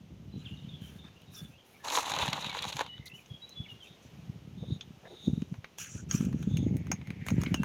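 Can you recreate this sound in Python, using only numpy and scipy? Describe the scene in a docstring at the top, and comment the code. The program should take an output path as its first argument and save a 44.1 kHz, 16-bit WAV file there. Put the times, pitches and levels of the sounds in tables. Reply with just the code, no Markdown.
"""Walk along a dry lake bank

A small microphone worn on the body hears gusts: lumps of low noise and short two-cycle pushes.
A hand digs for a second in a plastic tub of bait grains: coloured clicks and cracks of noise.
Soles scuff the dirt (noise through resonances), small things tick (ringing sines), cloth rubs (narrow noise).
Raspy noises, brief or long, and a squeak come and go; a bird whistles gliding, echoing sines over a smooth hush."""
import sys
import numpy as np
from scipy import signal
from scipy.fft import rfft, irfft
from scipy.io import wavfile

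SR = 44100
rng = np.random.default_rng(int(sys.argv[2]) if len(sys.argv) > 2 else 0)


def put_to_file(sound):
    """Save the sound as 16-bit audio at rate SR, in the file named by the first command-line argument."""
    columns = np.atleast_2d(sound).T  # one column per channel
    safe = np.clip(columns, -1, 1)
    whole_steps = np.round(safe * 32767)
    wavfile.write(sys.argv[1], SR, whole_steps.astype(np.int16))


def invert_db(x):
    """Field ratio 10**(x/20) for x, a level in decibels (scalar or array-like)."""
    u = np.asarray(x, float) / 20
    return 10 ** u


N = 336924   # length in samples

# strength of the wind on the microphone port, before the puffs add to it: time_s, level_db
WIND_STRENGTH = [(0, -47), (.67, -45.5), (1.08, -50.5), (1.15, -64), (1.45, -48), (1.7, -74.5), (2.0, -61),
                 (2.3, -44), (2.6, -57), (3.9, -70.5), (4.1, -54.5), (4.72, -46.5), (4.96, -66),
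                 (5.22, -65), (5.3, -60), (5.72, -71), (5.94, -50.5), (6.15, -35), (6.45, -38.5),
                 (6.55, -28.5), (6.7, -29), (6.95, -46.5), (7.18, -47), (7.32, -33.5), (7.64, -40)]
# single strong puffs: centre_s, level_db, pitch_hz
WIND_PUFFS = [(0.3798, -32.5, 197), (0.649, -35.5, 167), (0.821, -34.5, 176), (1.4302, -35, 135),
              (2.23, -35.5, 81.6), (2.2877, -29, 162), (2.469, -34, 167), (2.658, -40, 189),
              (2.7571, -35.5, 137), (2.9984, -37.5, 122), (3.136, -46.5, 150), (3.3151, -35.5, 113),
              (3.604, -33, 121), (3.7274, -40.5, 136), (3.911, -46, 156), (4.061, -40, 129),
              (4.2985, -27, 133), (4.627, -28.5, 150), (4.7073, -22.5, 183), (4.7253, -21, 125),
              (4.908, -36.5, 172), (5.282, -14.5, 227), (5.3351, -18.5, 160), (5.38, -22, 182),
              (5.4243, -23, 212), (5.525, -28, 162), (5.588, -34.5, 110), (5.959, -25, 139),
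              (6.1503, -17, 182), (6.2088, -18.5, 197), (6.2289, -23, 214), (6.2705, -18.5, 189),
              (6.346, -20.5, 211), (6.4187, -27, 154), (6.476, -16.5, 186), (6.5421, -17.5, 155),
              (6.566, -23.5, 180), (6.5886, -22, 179), (6.63, -21.5, 210), (6.667, -17.5, 252),
              (6.728, -22.5, 192), (6.76, -24, 246), (6.822, -37, 127), (6.905, -26, 236),
              (6.9396, -28.5, 159), (7.1066, -25, 155), (7.225, -32, 153), (7.3174, -22, 196),
              (7.3422, -19.5, 181), (7.383, -23.5, 192), (7.428, -24, 193), (7.472, -22, 220),
              (7.52, -18.5, 170), (7.547, -23, 258), (7.603, -18.5, 188)]
# colour of the wind lumps, only the shape counts: pitch_hz, density_db
PORT_COLOUR = [(15, -55), (25, -83.5), (59, 0.5), (171, 5), (229, -2), (600, -28), (700, -32.5), (910, -33),
               (1540, -120)]
# the hand in the tub, whose colour changes as the heap shifts:
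# time_s, hollow_level_db, bright_over_hollow_db, airy_over_hollow_db
DIGGING = [(1.83, -64, -11, -9), (1.846, -41, -10, -3), (1.91, -42, -3.5, -3.5), (1.93, -35.5, -8, 2),
           (1.99, -32, -8, -10.5), (2.006, -42, -2.5, -4.5), (2.16, -39, -1.5, -7.5), (2.22, -34, 3, -8.5),
           (2.245, -40.5, 3, -10.5), (2.322, -45.5, -0.5, -9.5), (2.34, -38, 0, -10.5), (2.4, -46, 1, -7),
           (2.7, -46.5, 2, -5.5), (2.718, -57, 1, -12), (2.73, -44.5, 3, -9), (2.755, -58, 4.5, 3),
           (2.815, -37, -0.5, -8), (2.828, -48.5, 0, -14), (2.89, -61, -4, -14)]
# colour of the tub, only the shape counts: pitch_hz, density_db
TUB_COLOUR = [(180, -32), (300, -6), (321, -15.5), (511, -5), (713, -5.5), (801, 0), (978, 3.5), (1300, -6),
              (1930, -7.5), (3300, -7), (3900, 1.5), (4350, -5.5), (4990, -13), (6620, -8), (8220, -25),
              (10600, -24), (16000, -33)]
# grains that knock the tub wall: time_s, bright_level_db, hollow_level_db
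WALL_KNOCKS = [(1.849, -42, -36), (1.8829, -26, -32), (1.922, -25.5, -36), (1.953, -25.5, -25),
               (1.974, -32, -18.5), (1.9848, -33, -26.5), (2.099, -38, -39), (2.118, -26, -28),
               (2.137, -29, -28), (2.187, -23.5, -33), (2.229, -41, -26), (2.25, -37, -32),
               (2.271, -44, -30.5), (2.2788, -25, -31.5), (2.33, -20.5, -27), (2.364, -51, -35),
               (2.424, -33.5, -42), (2.4442, -30, -35.5), (2.496, -31.5, -45), (2.528, -39, -36.5),
               (2.5489, -39, -32.5), (2.57, -54, -30), (2.589, -29.5, -42), (2.622, -29, -40),
               (2.641, -31.5, -32), (2.651, -33.5, -32.5), (2.68, -35, -52), (2.7, -33, -40),
               (2.726, -32.5, -49), (2.767, -26, -37), (2.792, -28, -28.5), (2.809, -44, -21.5),
               (2.863, -41, -41)]
# soles on the dirt: start_s, press_s, slide_s, dull_level_db, hissing_level_db, top_level_db
SOLE_SCUFFS = [(.36, 0.031, 0.37, -66, -74, -79), (.8, 0.048, 0.13, -59.5, -68, -64),
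               (1.3, 0.076, 0.026, -58, -61, -54.5), (1.39, 0.047, 0.084, -64, -64.5, -64.5),
               (1.642, 0.02, 0.21, -90, -80, -68), (3.055, 0.0047, 0.018, -72, -52.5, -53),
               (3.13, 0.021, 0.14, -83, -66, -68), (3.678, 0.034, 0.035, -72, -74, -72),
               (3.818, 0.02, 0.046, -88, -66, -69.5), (4.018, 0.016, 0.029, -80, -62.5, -72),
               (5.16, 0.12, 0.28, -88, -66.5, -73.5), (5.775, 0.024, 0.077, -49, -43.5, -51),
               (5.83, 0.12, 0.06, -60.5, -47.5, -68), (6.085, 0.045, 0.085, -45.5, -42.5, -51),
               (6.217, 0.019, 0.08, -57.5, -58.5, -70), (6.338, 0.051, 0.19, -61, -65.5, -74),
               (7.247, 0.033, 0.057, -53.5, -54.5, -62), (7.34, 0.07, 0.36, -55.5, -66.5, -72)]
# resonances of the casing that the grit rings in, dull then hissing: pitch_hz, width_hz, relative_level_db
DULL_RESONANCES = [(1264, 200, -1.5), (1644, 175, 1), (2490, 370, 1), (3150, 390, -5.5), (4480, 350, -8),
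                   (1800, 5000, -15)]
HISSING_RESONANCES = [(5870, 270, 0.5), (6670, 150, -2.5), (7300, 280, -4), (6600, 4800, -17.5)]
# ticks of stones and twigs: time_s, middle_level_db, own_pitch_hz, low_level_db, high_level_db, top_level_db
STONE_TICKS = [(1.2174, -48, 3010, -74, -69, -63), (2.9792, -44.5, 3740, -54, -68, -89),
               (3.0673, -47, 2060, -66, -56, -57), (3.2595, -47, 2900, -66, -59, -73),
               (3.4924, -54, 3950, -73, -53, -55), (4.809, -30.5, 3480, -59, -51, -88),
               (5.4187, -41.5, 2990, -54, -62, -65), (5.5408, -42, 1920, -49, -72, -80),
               (5.6435, -31, 2080, -41.5, -58, -70), (5.7843, -35.5, 3250, -45.5, -43, -45),
               (6.111, -30.5, 3000, -39, -28, -59), (6.2091, -43, 2440, -46.5, -49, -61),
               (6.25, -48, 2100, -64, -48, -50), (6.328, -41.5, 2500, -51.5, -62, -62),
               (6.4266, -37.5, 3400, -52, -60, -53), (6.57, -32, 2640, -54, -43, -46.5),
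               (6.7672, -44, 2020, -61, -56, -47.5), (6.8683, -42.5, 2010, -52, -59, -60),
               (6.9154, -26, 2430, -31.5, -29, -38.5), (7.014, -41, 2350, -51.5, -73, -78),
               (7.0717, -40, 2050, -53, -60, -59), (7.1037, -31.5, 2420, -45.5, -60, -58),
               (7.2647, -35, 1840, -43.5, -50, -44.5), (7.2844, -25.5, 2380, -35.5, -46.5, -42),
               (7.3035, -35, 2270, -40, -43, -53), (7.4153, -36, 1920, -49, -42, -48),
               (7.4347, -30.5, 2100, -38.5, -45.5, -46.5), (7.4629, -25.5, 2160, -47, -65, -67),
               (7.5423, -21, 2900, -29, -34.5, -39.5), (7.6324, -31, 2290, -29.5, -51, -47.5)]
# resonances all ticks share, in groups middle, low, high, top: pitch_hz, relative_level_db, fade_by_60_db_s
SHARED_RESONANCES = [
    [(2450, -8.5, 0.003), (3700, -7.5, 0.0012)],
    [(980, 3.5, 0.0018), (1520, 4, 0.0029)],
    [(5740, 3, 0.002), (6470, 4.5, 0.0073)],
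    [(9200, 3, 0.00077), (11500, 4, 0.00038), (14500, -2, 0.00086)],
]
# cloth rubbing by the port, one list for each rub: time_s, centre_hz, level_db
CLOTH_RUBS = [
    [(4.54, 3670, -90), (4.58, 3660, -63.5), (4.66, 3630, -62), (4.73, 3770, -51), (4.775, 3740, -62)],
    [(5.05, 3700, -75), (5.085, 3760, -60), (5.22, 3660, -56), (5.26, 3750, -47), (5.295, 3660, -57.5),
     (5.46, 3800, -72)],
    [(6.48, 3530, -66), (6.53, 3560, -56), (6.64, 3490, -59), (6.67, 3480, -71)],
]
# raspy noises and blurs of distant birdsong, brief or long, silent where the end comes before the start:
# start_s, end_s, centre_hz, width_hz, level_db
RASPS_AND_BLURS = [(5.02, 5.1, 520, 430, -54.5), (5.09, 5.17, 340, 350, -51), (5.04, 5.09, 1750, 400, -58),
                   (4.625, 4.65, 480, 230, -45.5), (0.21, 1.12, 3110, 830, -65),
                   (0.434, 0.513, 2700, 900, -57.5), (1.03, 1.1, 920, 2000, -58.5),
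                   (3.055, 3.09, 3950, 890, -49.5), (1.32, 1.43, 5500, 1100, -56.5),
                   (2.8, 3.08, 3750, 360, -66), (3.36, 4.1, 3380, 580, -64.5),
                   (5.775, 5.87, 2760, 710, -51), (5.785, 5.875, 6700, 340, -49),
                   (6.25, 6.9, 6550, 410, -68), (5.96, 6.02, 1500, 200, -60), (6.37, 5.9, 6050, 410, -56.5),
                   (8.3, 7.0, 6520, 340, -66), (6.36, 7.7, 2120, 630, -63), (7.14, 9.4, 2030, 710, -57.5)]
# one brief squeak: start_s, length_s, pitch_hz, level_db
BRIEF_SQUEAK = (7.372, .06, 950, -59)
# bird notes and other brief whistles: start_s, length_s, middle_pitch_hz, glide_hz, level_db
BIRD_NOTES = [(0.303, 0.15, 3960, -69, -66.5), (0.45, 0.029, 3150, -1200, -53),
              (0.485, 0.077, 2835, 92, -54.5), (0.559, .06, 3700, -70, -61),
              (0.562, 0.097, 2930, 78, -61.5), (0.683, 0.023, 3600, 100, -58),
              (0.698, 0.079, 3390, 112, -56.5), (0.775, 0.16, 3110, 110, -62.5),
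              (0.966, 0.14, 3596, 3, -57.5), (1.138, 0.12, 2850, 334, -67), (1.261, 0.12, 3780, 40, -61.5),
              (1.355, 0.066, 3490, -100, -52), (1.422, 0.051, 3485, -2, -58), (1.494, 0.09, 2640, 602, -64),
              (1.573, 0.044, 3185, -7, -55), (1.732, 0.044, 2280, -40, -58.5),
              (1.785, 0.082, 1750, 116, -65), (2.484, 0.068, 2216, -150, -47.5),
              (2.837, 0.056, 3130, -260, -56), (2.876, 0.092, 2935, 53, -48), (2.865, .13, 1950, 138, -66),
              (2.967, 0.18, 2060, -38, -59.5), (3.093, 0.042, 2680, 150, -52.5),
              (3.133, 0.037, 2940, 93, -46), (3.167, 0.034, 2650, -650, -57), (3.19, .035, 2380, -32, -62),
              (3.28, 0.12, 3297, -60, -53.5), (3.414, 0.049, 3875, 70, -47.5),
              (3.486, 0.072, 3980, -4, -58), (3.544, 0.1, 3407, -30, -50), (3.63, 0.034, 3050, -1400, -51),
              (3.653, 0.037, 2100, -800, -57), (3.68, 0.056, 2856, -220, -51),
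              (3.799, 0.047, 3155, -300, -51.5), (3.838, 0.041, 2610, -400, -57),
              (3.842, 0.14, 3670, 12, -64.5), (7.14, 0.1, 2270, -90, -65), (7.475, 0.078, 2170, 22, -60),
              (7.458, 0.011, 2195, -50, -42), (7.563, 0.05, 2726, -62, -44.5)]
# colour of the outdoor hush, only the shape counts: pitch_hz, density_db
HUSH_COLOUR = [(120, -16), (200, -2.5), (289, -6.5), (409, -4.5), (1120, -13.5), (1710, -17), (2960, -12.5),
               (3830, -17.5), (4520, -21.5), (6520, -21), (7830, -32.5), (15100, -31.5), (16000, -47)]

CONTACT_S = 0.00057   # build-up time of a crack


def rms_one(x):
    """Scales a sound to an average strength (rms) of 1."""
    return x / np.sqrt(np.mean(x ** 2) + 1e-20)


def in_time(spans):
    """Columns of one or more spans of rows, then a switch that is on inside the spans."""
    s, *columns = np.transpose([row for span in spans for row in span])
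    t = np.arange(N) / SR
    on = np.zeros(N)
    for span in spans:
        first, last = span[0][0], span[-1][0]
        on += np.interp(t, [first - .006, first, last, last + .012], [0, 1, 1, 0])
    return [np.interp(t, s, c) for c in columns] + [np.minimum(on, 1)]


def coloured(x, spectrum):
    """Shapes x by a spectrum with minimum phase, so nothing sounds early; unit gain for white noise."""
    size = 8192
    hz, db = np.transpose(spectrum)
    bins_hz = np.arange(size // 2 + 1) * SR / size
    log_gain = np.interp(np.log(bins_hz + 1), np.log(hz), db) * np.log(10) / 20
    cepstrum = irfft(log_gain)
    cepstrum[1:size // 2] *= 2
    cepstrum[size // 2 + 1:] = 0
    response = irfft(np.exp(rfft(cepstrum)))
    return signal.fftconvolve(x, response / np.linalg.norm(response))[:N]


def filtered(x, hz, kind):
    """Keeps the part of a sound below ("low"), above ("high") or between ("band") the given pitches."""
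    return signal.sosfilt(signal.butter(2, hz, kind, fs=SR, output="sos"), x)


def resonate(x, hz, width_hz):
    """One resonance with gain 1 on top."""
    r = np.exp(-np.pi * width_hz / SR)
    return signal.lfilter([(1 - r * r) / 2, 0, (r * r - 1) / 2],
                          [1, -2 * r * np.cos(2 * np.pi * hz / SR), r * r], x)


def drift(rate_hz):
    """Slow random wander with spread 1."""
    r = np.exp(-2 * np.pi * rate_hz / SR)
    wander = signal.lfilter([1], [1, -2 * r, r * r], rng.standard_normal(N + SR))
    return rms_one(wander[SR:])   # skip the first second, while the filter settles


def grains(per_s, spread_db, bed):
    """Random clicks of uneven size on a bed of noise; rms 1."""
    sizes = invert_db(spread_db * np.minimum(rng.exponential(1, N), 5)) * rng.choice([-1, 1], N)
    clicks = rms_one(sizes * (rng.random(N) < per_s / SR))
    return rms_one(clicks + bed * rng.standard_normal(N))


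def ring(clicks, hz, t60):
    """A unit click sets a sine ringing from height 1; it fades by 60 dB in t60 seconds."""
    r, w = invert_db(-60 / (t60 * SR)), 2 * np.pi * hz / SR
    return signal.lfilter([0, np.sin(w)], [1, -2 * r * np.cos(w), r * r], clicks + 1e-18)


def bursts(s, db, length_s, blow=0):
    """Each contact is a crack of noise that builds quickly and dies within a few milliseconds."""
    clicks = np.zeros(N)
    clicks[np.minimum(np.round(s * SR).astype(int), N - 1)] = invert_db(db)
    rise, fall = np.exp(-1 / (CONTACT_S * SR)), np.exp(-1 / (length_s * SR))
    swell = signal.lfilter([1 - rise], np.convolve([1, -rise], [1, -fall]), clicks + 1e-18)
    return swell * rng.standard_normal(N) - blow * clicks


def wind():
    """Eddies hit the port as separate lumps; the strongest are two-cycle pushes with a sharper crest."""
    wake_db, wake_rise_s, wake_fall_s = -14.5, 0.0082, 0.017   # each puff brings buffeting around and after it
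    deep_hz, deep_follows, deep_pivot_db = 83, 0.61, -63   # the deepest rumble swings less than the rest
    level_db, _ = in_time([WIND_STRENGTH])
    lumps = grains(per_s=60., spread_db=2.5, bed=0.63) * invert_db(1.9 * drift(20.3))
    lumps = rms_one(coloured(lumps, PORT_COLOUR))

    pushes, stirred = np.zeros(N), np.zeros(N)
    phases = rng.uniform(0, 2 * np.pi, len(WIND_PUFFS))
    for (s, db, hz), phase in zip(WIND_PUFFS, phases):
        cycles = (np.arange(int(4 * SR / hz)) / SR) * hz - 2
        push = np.exp(-(cycles / 0.73) ** 2) * np.sin(2 * np.pi * cycles + phase)
        crest = np.exp(-(cycles / 0.51) ** 2) * np.sin(2 * np.pi * 2.0 * cycles + phase)
        start = int((s - 2 / hz) * SR)
        pushes[start:start + len(cycles)] += (invert_db(db) * (push + invert_db(-18.5) * crest))[:N - start]
        stirred[int(s * SR)] = invert_db(db + wake_db) ** 2

    t = np.arange(-SR // 5, SR // 5) / SR
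    wake = np.exp(-np.where(t < 0, -t / wake_rise_s, t / wake_fall_s))
    power = invert_db(level_db) ** 2 + np.abs(signal.fftconvolve(stirred, wake, "same"))
    level = np.sqrt(power)
    deep, rest = filtered(lumps, deep_hz, "low"), filtered(lumps, deep_hz, "high")
    deep_gain = (level / invert_db(deep_pivot_db)) ** (deep_follows - 1)
    buffeting = level * (rest - deep * deep_gain)   # the minus keeps the two halves in step where they meet
    return filtered(pushes + buffeting, 42, "high")


def tub():
    """Grains tumble in a hollow tub: big ones thud, small ones rattle, single knocks share its colour."""
    level_db, bright_db, airy_db, on = in_time([DIGGING])
    big = grains(per_s=350., spread_db=2.5, bed=0.88) * invert_db(1.6 * drift(54))
    small = grains(per_s=900., spread_db=3.5, bed=0.91) * invert_db(1.9 * drift(43))
    big, small = coloured(big, TUB_COLOUR), coloured(small, TUB_COLOUR)
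    hollow = rms_one(filtered(big, 1900, "low"))
    bright = rms_one(filtered(small, [2380, 3700], "band")) * invert_db(bright_db + 2.06 * drift(23.0))
    airy = rms_one(filtered(small, [6230, 15000], "band")) * invert_db(airy_db + 2.66 * drift(21.0))
    digging = on * invert_db(level_db) * (hollow + bright + airy)

    s, bright_db, hollow_db = np.transpose(WALL_KNOCKS)
    wall = coloured(rng.standard_normal(N), TUB_COLOUR)   # steady noise that sets the scale of the knocks
    tilt_db = 2.1 * rng.normal(0, 1, len(s))   # each grain cracks duller or sharper
    knock = coloured(bursts(s, hollow_db, 0.0032, blow=4.9), TUB_COLOUR)   # the blow gives a sharp start
    knock = filtered(knock, 1900, "low") / filtered(wall, 1900, "low").std()
    crack = coloured(bursts(s, bright_db - tilt_db, 0.0027), TUB_COLOUR)
    snap = coloured(bursts(s, bright_db + tilt_db, 0.0018), TUB_COLOUR)
    sharp = filtered(crack, [1820, 4600], "band") + filtered(snap, [5800, 15700], "band")
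    return digging + knock + sharp / filtered(wall, [1800, 19000], "band").std()


def casing(grit, resonances):
    """Grit noise rings in several casing resonances at once, each wandering in strength."""
    total = np.zeros(N)
    for k, (hz, width_hz, db) in enumerate(resonances):
        total += invert_db(db + 2.5 * drift(13.0)) * resonate(grit, hz, width_hz) * (-1) ** k
    return rms_one(total)


def scuffs():
    """Grit crushed under the sole: coarse grains are dull, fine ones hiss; the sole presses, slides and lifts."""
    touch_db, slide_end_db, lift_s = -11, -10, 0.04   # levels against the crest; time to let go
    fine = grains(per_s=3000.0, spread_db=2.5, bed=0.68) * invert_db(2.0 * drift(22.0))
    coarse = grains(per_s=700.0, spread_db=3.5, bed=1.06)
    dull, hiss = casing(coarse, DULL_RESONANCES), casing(fine, HISSING_RESONANCES)
    top = rms_one(filtered(fine, [9700, 15200], "band") + 0.91 * resonate(fine, 10460, 1200))
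    out, t = np.zeros(N), np.arange(N) / SR
    for begin, press, slide, *db in SOLE_SCUFFS:
        length = press + slide + lift_s
        at = slice(int(begin * SR), int((begin + length) * SR))
        since = t[at] - begin
        weight = invert_db(np.interp(since, [0, press, press + slide], [touch_db, 0, slide_end_db]))
        fade = np.clip(np.minimum(2 * since / press, (length - since) / lift_s), 0, 1)
        crunch = invert_db(np.array(db)) @ [dull[at], hiss[at], top[at]]
        out[at] += weight * fade * crunch
    return out


def ticks():
    """Every tick cracks into its own resonance and the shared ones; a little grit scatters after it."""
    own_db, own_t60_s = -4.5, 0.0039   # the resonance that is each stone's own
    debris_db, debris_s = -20.5, 0.012   # the scattering grit
    out, t = np.zeros(N + SR), np.arange(SR // 10) / SR
    fall = np.exp(-t / 0.001) + invert_db(debris_db) * np.exp(-t / debris_s)
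    crack = (1 - np.exp(-t / CONTACT_S)) * fall
    for s, middle_db, own_hz, *other_db in STONE_TICKS:
        modes = [(own_hz, middle_db + own_db, own_t60_s)]
        for group_db, group in zip([middle_db, *other_db], SHARED_RESONANCES):
            modes += [(hz, group_db + mode_db, t60) for hz, mode_db, t60 in group]
        start = int(s * SR)
        for hz, level_db, t60 in modes:
            rung = ring(crack * rng.standard_normal(len(t)), hz, t60)
            rung = ring(rung, hz, t60)   # a second time, so less spills to other pitches
            gain = invert_db(level_db + 1.27 * rng.normal())
            out[start:start + len(t)] += gain * rung / np.abs(rung).max()
    return out[:N]


def rubs():
    """Rubbing cloth makes a narrow swish that follows its centre, with weaker overtones above."""
    hz, db, on = in_time(CLOTH_RUBS)
    turn = 2 * np.pi * np.cumsum(hz) / SR
    swish = drift(140) * np.cos(turn) + drift(190) * np.sin(turn)
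    overtones = drift(150) * np.cos(1.77 * turn) * invert_db(-13) + drift(200) * np.cos(2.45 * turn) * invert_db(-22)
    return on * invert_db(db) * (swish + overtones)


def rasps():
    """Each rasp or blur is noise through one resonance twice over, swelling and fading within its span."""
    out = np.zeros(N)
    rough = grains(per_s=1500., spread_db=2.0, bed=0.97) * invert_db(2.9 * drift(22))
    for begin, end, hz, width_hz, db in RASPS_AND_BLURS:
        at = slice(int(begin * SR), min(int(end * SR), N))
        rasp = resonate(resonate(rough[at], hz, width_hz), hz, width_hz)
        out[at] += invert_db(db) * rms_one(rasp) * signal.windows.tukey(len(rasp), .7)
    return out


def squeak():
    """Three soft harmonics on a slightly wavering pitch."""
    begin, length, hz, db = BRIEF_SQUEAK
    turn = 2 * np.pi * np.cumsum(hz * (1 + .006 * drift(39.6))) / SR
    share = np.clip((np.arange(N) / SR - begin) / length, 0, 1)   # how much of the squeak has passed
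    swell = np.sqrt(np.abs(np.sin(np.pi * share))) * (share < 1)
    harmonics = sum(invert_db(-2 * k) * np.sin((k + 1) * turn) for k in range(3))   # each 2 dB below the last
    return invert_db(db) * swell * harmonics


def birds():
    """Near sines that glide and sag in the middle, smeared by scattered echoes off trunks and bank."""
    sag = 0.019   # share of pitch by which a note's ends lie above its middle
    near_db, echo_db, echo_t60_s = -50.5, -8, 0.23
    song, waver, flutter = np.zeros(N), 1 + 0.0042 * drift(120), invert_db(2.25 * drift(20.0))
    ragged = drift(79.0)
    for begin, length, hz, glide_hz, db in BIRD_NOTES:
        at = slice(int(begin * SR), int((begin + length) * SR))
        share = np.linspace(0, 1, at.stop - at.start)
        pitch = hz * (1 + sag * (2 * share - 1) ** 2) + glide_hz * (share - .5)
        pitch = pitch * waver[at]
        swell = np.minimum(1, np.sin(np.pi * share) * 1.63) ** 2
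        # faint, far notes and steep glides (kHz per second) come through ragged
        slope = abs(glide_hz) / length / 1e3
        rough = np.clip(0.22 + 0.12 * (near_db - db) + 0.024 * slope, 0, 1)
        swell = swell * (np.sqrt(1 - rough ** 2) + rough * ragged[at])
        whistle = np.sqrt(2) * np.sin(2 * np.pi * np.cumsum(pitch) / SR)
        song[at] += invert_db(db) * swell * flutter[at] * whistle
    t = np.arange(SR // 2) / SR
    echoes = rng.standard_normal(len(t)) * invert_db(-60 * t / echo_t60_s) * (t > .008)
    echoes = echoes / np.linalg.norm(echoes)
    return song + invert_db(echo_db) * signal.fftconvolve(song, echoes)[:N]


def hush():
    """Far leaves, water and traffic: smooth noise that swells slowly."""
    level_db = -62.5 + 1.0 * drift(0.9)
    return invert_db(level_db) * coloured(rng.standard_normal(N), HUSH_COLOUR)


def scene():
    """All sources added together in one channel."""
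    near = wind() + tub() + scuffs() + ticks() + rubs() + rasps() + squeak()
    return (near + birds() + hush())[None]


def low_pass(x):
    """Removes everything above the highest recorded frequency."""
    return signal.sosfilt(signal.butter(12, 16950, fs=SR, output="sos"), x)


def record(dry):
    """Turns the sum of the sources into the finished sound."""
    return low_pass(dry)


dry = scene()
out = record(dry)
put_to_file(out)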